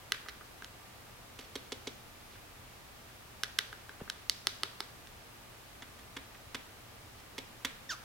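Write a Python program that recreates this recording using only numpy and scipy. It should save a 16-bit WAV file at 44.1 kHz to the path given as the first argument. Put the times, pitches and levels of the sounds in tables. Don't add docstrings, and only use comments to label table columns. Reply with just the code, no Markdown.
import sys
import numpy as np
from scipy import signal
from scipy.fft import rfft, irfft
from scipy.io import wavfile
from scipy.ndimage import uniform_filter1d

SR = 44100
rng = np.random.default_rng(int(sys.argv[2]) if len(sys.argv) > 2 else 0)


def generate_wav(sig):
    pcm = np.round(np.clip(np.atleast_2d(sig).T, -1, 1) * 32767).astype(np.int16)
    wavfile.write(sys.argv[1], SR, pcm)


N = 354784
HIT_SIZE = 4096


def undb(db):
    return 10 ** (np.asarray(db) / 20)


def unit(x):
    return x / np.sqrt(np.mean(x ** 2))


def read(points, hz):
    at, db = np.transpose(points)
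    return np.interp(np.log(np.maximum(hz, 1)), np.log(at), db)


def colour(x, points, share=1):
    size = x.shape[-1]
    gain_db = read(points, np.fft.rfftfreq(size, 1 / SR))
    cepstrum = irfft(share * np.log(undb(gain_db)), size)
    cepstrum[1:size // 2] *= 2
    cepstrum[size // 2 + 1:] = 0
    return irfft(rfft(x) * np.exp(rfft(cepstrum)), size)


def fade(t, t60):
    return (t >= 0) * np.exp(-np.log(1000) * np.maximum(t, 0) / t60)


def swell(t, length, attack_s, release_s):
    rise = np.sqrt(np.clip(t / attack_s, 0, 1))
    return rise * np.clip((length - t) / release_s, 0, 1)


def add(track, s, sound):
    start = int(s * SR)
    track[start:start + len(sound)] += sound[:N - start]


# f/Hz, level/dB
AIR_COLOUR = [(12, -46), (20, -6), (93, -1), (119, -6), (145, -8), (227, -10), (496, -11.5), (754, -11),
              (1110, -13.5), (1210, -13), (1320, -14), (2430, -16.5), (7230, -25), (14100, -26.5),
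              (15800, -28)]
# f/Hz, level/dB
AIR_WIDTH = [(60, -13), (110, -8.5), (200, -4), (380, -2.5), (700, -2), (1290, -0.5), (2380, -0.5),
             (4400, 0.5), (8120, -0.5), (15000, 1)]
# f/Hz, level/dB
HUM_LINES = [(118.4, -67.5), (236.9, -78), (1184, -73.5), (13668, -88)]
AIR_DB = -55


def background(waver_hz=0.79):
    mid, side = colour(rng.standard_normal((2, N)), AIR_COLOUR)
    gain = undb(AIR_DB) / np.std(mid)
    side = colour(side, AIR_WIDTH)
    hum = 0
    for hz, db in HUM_LINES:
        drift = waver_hz * unit(uniform_filter1d(rng.standard_normal(N), size=4000))
        phase = 2 * np.pi * np.cumsum(hz + drift) / SR
        hum = hum + np.sqrt(2) * undb(db) * np.sin(phase)
    return gain * np.array([mid + side, mid - side]) + hum


REGISTER_EDGES = [150, 700, 1250, 2500, 6500, 16000]
# f/Hz, level/dB
GRIT_COLOUR = [(200, -27), (600, -2), (1300, -5.5), (3500, 7.5), (6500, 5.5), (11000, 0.5), (15500, -8)]
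# f/Hz, level/dB
BODY_RADIATION = [(80, -20), (170, -6), (230, 1), (520, 0), (640, -8), (900, 0)]


def strike(contacts, modes, register_db, grit_db, grit_t60, scatter):
    hz, db, t60 = np.transpose(modes)[:, :, None]
    hz = hz * (1 + scatter * rng.standard_normal(hz.shape))
    facing = np.where(hz < 700, (-1) ** np.arange(len(hz))[:, None], 1)
    sound = 0
    for ms, contact_db in contacts:
        t = np.arange(HIT_SIZE) / SR - ms / 1000
        drive = facing
        if ms:
            drive = np.where(hz > 2500, rng.choice([-1, 1], hz.shape), hz > 700)
        partials = drive * undb(db) * fade(t, t60) * np.sin(2 * np.pi * hz * t)
        ring = partials.sum(0)
        crackle = fade(t, grit_t60) * rng.standard_normal(HIT_SIZE)
        grit = undb(grit_db) * colour(crackle, GRIT_COLOUR)
        sound = sound + undb(contact_db) * (ring + grit)
    sound = colour(sound, BODY_RADIATION)
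    edges = np.array(REGISTER_EDGES)
    centres = np.sqrt(edges[1:] * edges[:-1])
    for _ in range(4):
        power = np.add.reduceat(abs(rfft(sound)) ** 2, edges * HIT_SIZE // SR)[:-1]
        now_db = 10 * np.log10(2 * power / HIT_SIZE / (.01 * SR))
        sound = colour(sound, np.column_stack([centres, register_db - now_db]))
    return sound


def all_round(hit):
    power = abs(rfft(hit)) ** 2
    hz = np.geomspace(60, 18000, num=200)
    smooth = uniform_filter1d(np.interp(hz, np.fft.rfftfreq(HIT_SIZE, 1 / SR), power), size=13)
    smooth_db = 10 * np.log10(np.maximum(smooth, 1e-12))
    return colour(signal.unit_impulse(HIT_SIZE), np.column_stack([hz, smooth_db]))


def double_clicks(clicks, modes, tone, grit_db, grit_t60, room_db, room_slope):
    direct, sent = np.zeros((2, N))
    tone_db, slope = np.transpose(tone)
    for s, db, contact_db, catch_ms, catch_db in clicks:
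        register_db = db + tone_db + slope * contact_db
        contacts = [(0, 0), (catch_ms, catch_db)]
        click = strike(contacts, modes, register_db, grit_db, grit_t60, scatter=.012)
        add(direct, s, click)
        add(sent, s, all_round(click) * undb(room_db + room_slope * contact_db))
    return np.array([direct, sent])


# t/s, strength level/dB, hardness of the contact level/dB, second catch after t/ms, its level/dB
SNAPS = [(0.121,-34,7.5,1.34,-10), (0.1462,-46,-1,1.1,-2), (0.262,-50,-10,1.5,-10),
         (0.2859,-44.5,-0.5,1.5,-15), (0.4108,-50.5,-16,1.5,-18), (0.6226,-47,-4,1.25,0),
         (0.6455,-56.5,11,1.9,-18), (2.3557,-54,-17,1.2,-1), (3.4348,-36.5,7,1.3,-5), (3.4428,-52,9,1.1,-4),
         (3.5871,-33.5,9,1.9,8), (3.7286,-44.5,-4,1.28,-2), (3.8934,-46.5,-5.5,1.2,0),
         (4.078,-49.5,-14,1.3,-7), (4.099,-43,9.5,1.25,2), (5.0722,-63,9.5,1.15,-7)]
# f/Hz, level/dB, decay t60/s
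SNAP_MODES = [(427, -4.5, 0.068), (1230, 6, 0.014), (1530, 2.5, 0.0076), (1980, -10, 0.019),
              (3030, 3, 0.0043), (3390, -4.5, 0.0064), (3950, 3, 0.0046), (5340, 4, 0.0031),
              (8750, -8.5, 0.0041), (9900, -1, 0.0026)]
# level/dB, dB gained per dB of hardness
SNAP_TONE = [(-14.5, -0.26), (-10.5, -0.1), (0.05, 0.18), (-4.5, 1.19), (-13.5, 1.06)]


def beak_snaps():
    return double_clicks(SNAPS, SNAP_MODES, SNAP_TONE, grit_db=-6.5, grit_t60=0.008,
                         room_db=-13, room_slope=-.25)


# f/Hz, level/dB
ROOM_COLOUR = [(150, 5), (500, 4), (1500, 7.5), (4500, 3.5), (8000, 1.5), (15000, 1)]


def room(x, t60=0.52, build_s=0.003, wall_s=0.023, wall_db=-4, wall_width_s=0.0013):
    t = np.arange(SR // 2) / SR
    tail = np.minimum(t / build_s, 1) * fade(t, t60)
    walls = undb(wall_db) * np.exp(-((t - wall_s) / wall_width_s) ** 2)
    shape = tail + walls
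    response = shape * rng.standard_normal((2, len(t))) / np.sqrt(np.sum(shape ** 2))
    return signal.fftconvolve(x[None], colour(response, ROOM_COLOUR), axes=1)[:, :N]


# t/s, length t/s, level/dB
SCRAPE_TIMES = [(0.285, 0.015, -45.5), (1.404, .014, -52.5), (1.423, .012, -58), (1.44, 0.014, -55),
                (2.301, 0.074, -61.5), (7.174, 0.04, -61)]
# f/Hz, level/dB
SLIDE_COLOUR = [(700, -35), (1500, 7), (3500, 12), (5500, 6.5), (7500, -7), (12000, -3), (15500, -26)]


def scrapes(room_db=-13):
    track = np.zeros(N)
    t = np.arange(HIT_SIZE) / SR
    for s, length, db in SCRAPE_TIMES:
        slips = rng.standard_normal(HIT_SIZE) * undb(1.2 * rng.exponential(size=HIT_SIZE))
        arch = np.sqrt(np.clip(4 * t / length * (1 - t / length), 0, 1))
        add(track, s, undb(db) * arch * unit(colour(slips, SLIDE_COLOUR)))
    return np.array([track, track * undb(room_db)])


# t/s, strength level/dB, squareness of the press level/dB, hardness level/dB, rebound level/dB
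FINGER_TAPS = [(1.3897,-52.5,1.5,3,0), (1.555,-44,3.5,0,-3), (1.7207,-44,4,1,-4), (1.8715,-44,4,-0.5,-1),
               (5.822,-50,-3.5,-3,-1), (5.9902,-61,-3,0,0), (6.1659,-43.5,-1.5,-3.5,3),
               (6.347,-59,-6,-4,-5), (6.546,-41,-2.5,0,2), (7.381,-43,.4,-1.5,-1),
               (7.6483,-37.5,-3.5,4.5,-2.5)]
# f/Hz, level/dB, decay t60/s
HOLLOW_CASE = [(256.5, 1.5, 0.088), (397, 6.5, 0.027), (446, 4.5, 0.038), (539, -6, 0.073),
               (1010, -20, 0.049), (1250, -16, 0.015), (1420, -10.5, 0.008), (1850, -13, 0.033),
               (2107, -5.5, 0.036), (2910, -8.5, 0.045), (3270, 3, 0.029), (3640, -2, 0.045),
               (4300, -5, 0.017), (5850, 3, 0.02), (7300, 2, 0.011)]
RATTLE_DELAYS = [2.75, 6.8]
# level/dB, dB gained per dB of squareness
PRESS_TONE = [(-0.9, 0.97), (-5.5, -0.1), (-.5, -0.46), (3, 0.35), (-6.5, 0.3)]
HARDNESS_SHARE = [0.037, 0, 0.19, 0.55, 1]


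def finger_taps(grit_db=9, grit_t60=0.019, rebound_loss_db=3.0, bend_db=3, bend_slope=1.9, room_db=-12):
    direct, sent = np.zeros((2, N))
    tone_db, slope = np.transpose(PRESS_TONE)
    for s, db, square_db, hard_db, rebound_db in FINGER_TAPS:
        rebounds = zip(RATTLE_DELAYS, (rebound_db, rebound_db - rebound_loss_db))
        contacts = [(0, 0), *rebounds]
        modes = np.array(HOLLOW_CASE, float)
        modes[0, 1] += bend_db - bend_slope * square_db
        register_db = db + tone_db + slope * square_db + hard_db * np.array(HARDNESS_SHARE)
        tap = strike(contacts, modes, register_db, grit_db, grit_t60, scatter=0.021)
        add(direct, s, tap)
        add(sent, s, all_round(tap) * undb(room_db))
    return np.array([direct, sent])


THUP_S, THUP_LENGTH_S, THUP_DB = 4.002, 0.022, -35
THUP_HZ, THUP_FALL_HZ_PER_S, THUP_LOW_HZ = 1392, 71000, 150


def thup(rise_db_per_s=900, attack_s=0.0026, release_s=0.0022, scuff_db=-52, room_db=-18):
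    t = np.arange(int(THUP_LENGTH_S * SR)) / SR
    hz = np.maximum(THUP_HZ - THUP_FALL_HZ_PER_S * t, THUP_LOW_HZ)
    growth = undb(THUP_DB - rise_db_per_s * (THUP_LENGTH_S - t))
    sweep = np.sqrt(2) * growth * np.sin(2 * np.pi * np.cumsum(hz) / SR)
    scuff = unit(np.convolve(rng.standard_normal(len(t)), np.hanning(20), "same"))
    envelope = swell(t, THUP_LENGTH_S, attack_s, release_s)
    track = np.zeros(N)
    add(track, THUP_S, envelope * (sweep + undb(scuff_db) * scuff))
    return np.array([track, track * undb(room_db)])


# t/s, strength level/dB, body moved level/dB, second catch after t/ms, its level/dB
PLASTIC_TAPS = [(4.2968,-34.3,-11.5,.95,-7.5), (4.4706,-35.5,0,1.2,-9.5), (4.6341,-40,4.5,1.16,-13),
                (4.8046,-45.6,7,1.25,-2)]
# f/Hz, level/dB, decay t60/s
PLASTIC_RING = [(303, -6.5, 0.051), (393, -4.5, 0.059), (900, -15, 0.025), (1296, 1.5, 0.017),
                (1710, -9, 0.012), (2046, 0.5, 0.012), (3100, -6, 0.012), (3590, 4.5, 0.0074),
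                (4380, 10, 0.0051), (5140, 1, 0.01), (8430, 3, 0.0051), (10400, -3, 0.0052)]
# level/dB, dB gained per dB of body
PLASTIC_TONE = [(-12.5, 1.25), (-6.5, 1), (-0.5, .5), (8, 0.03), (-2, -0.04)]


def plastic_taps():
    return double_clicks(PLASTIC_TAPS, PLASTIC_RING, PLASTIC_TONE, grit_db=4, grit_t60=0.0052,
                         room_db=-14, room_slope=0.19)


# f/Hz, level/dB
THROAT_COLOUR = [(2000, -8), (3000, -5.5), (3700, -3.5), (5000, -1), (6500, -1), (7500, -18), (9000, -32),
                 (15000, -34)]
SQUEAK_S, SQUEAK_LENGTH_S, SQUEAK_DB = 7.8915, 0.064, -37.5
SQUEAK_HZ, SQUEAK_FALL_OCT_PER_S = 1903, 12.3
SQUEAK_BREAK_S, SQUEAK_BREAK_OCT = 0.0106, .08


def squeak(attack_s=0.0092, release_s=0.037, bright_db=2.0, dulling_db_per_s=200, break_rough=.45,
           roughen_s=0.034, jitter=0.31, flutter=0.54, rasp_db=2, room_db=-14):
    t = np.arange(int(SQUEAK_LENGTH_S * SR)) / SR
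    broken = t > SQUEAK_BREAK_S
    hz = SQUEAK_HZ * 2 ** (-SQUEAK_FALL_OCT_PER_S * t - SQUEAK_BREAK_OCT * broken)
    rough = broken * np.clip(break_rough + (t - SQUEAK_BREAK_S) / roughen_s, 0, 1)
    wobble = unit(uniform_filter1d(rng.standard_normal((8, len(t))), size=40))
    phase = 2 * np.pi * np.cumsum(hz) / SR + jitter * rough * wobble[0]
    overtones = 0
    for k in range(2, 9):
        level = undb(read(THROAT_COLOUR, k * hz)) * (1 + flutter * rough * wobble[k - 1])
        overtones = overtones + level * np.sin(k * phase)
    puffs = rng.standard_normal(len(t)) * (1 + np.sin(phase)) / 2
    rasp = undb(rasp_db) * rough * colour(puffs, THROAT_COLOUR)
    tone = np.sin(phase) + undb(bright_db - dulling_db_per_s * t) * (overtones + rasp)
    envelope = swell(t, SQUEAK_LENGTH_S, attack_s, release_s)
    track = np.zeros(N)
    add(track, SQUEAK_S, undb(SQUEAK_DB) * envelope * tone)
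    return np.array([track, track * undb(room_db)])


# f/Hz, level/dB
STEREO_BALANCE = [(300, -0.5), (1000, 0), (2000, -3), (4500, -5), (6500, -2.5), (8500, 1.5), (12000, 5.5)]


def scene():
    hits = beak_snaps() + finger_taps() + plastic_taps()
    direct, sent = hits + scrapes() + thup() + squeak()
    near = np.array([colour(direct, STEREO_BALANCE, ear / 2) for ear in (1, -1)])
    return near + room(sent) + background()


def record(dry):
    return signal.sosfilt(signal.ellip(10, .1, 70, 15900, fs=SR, output="sos"), dry)


dry = scene()
out = record(dry)
generate_wav(out)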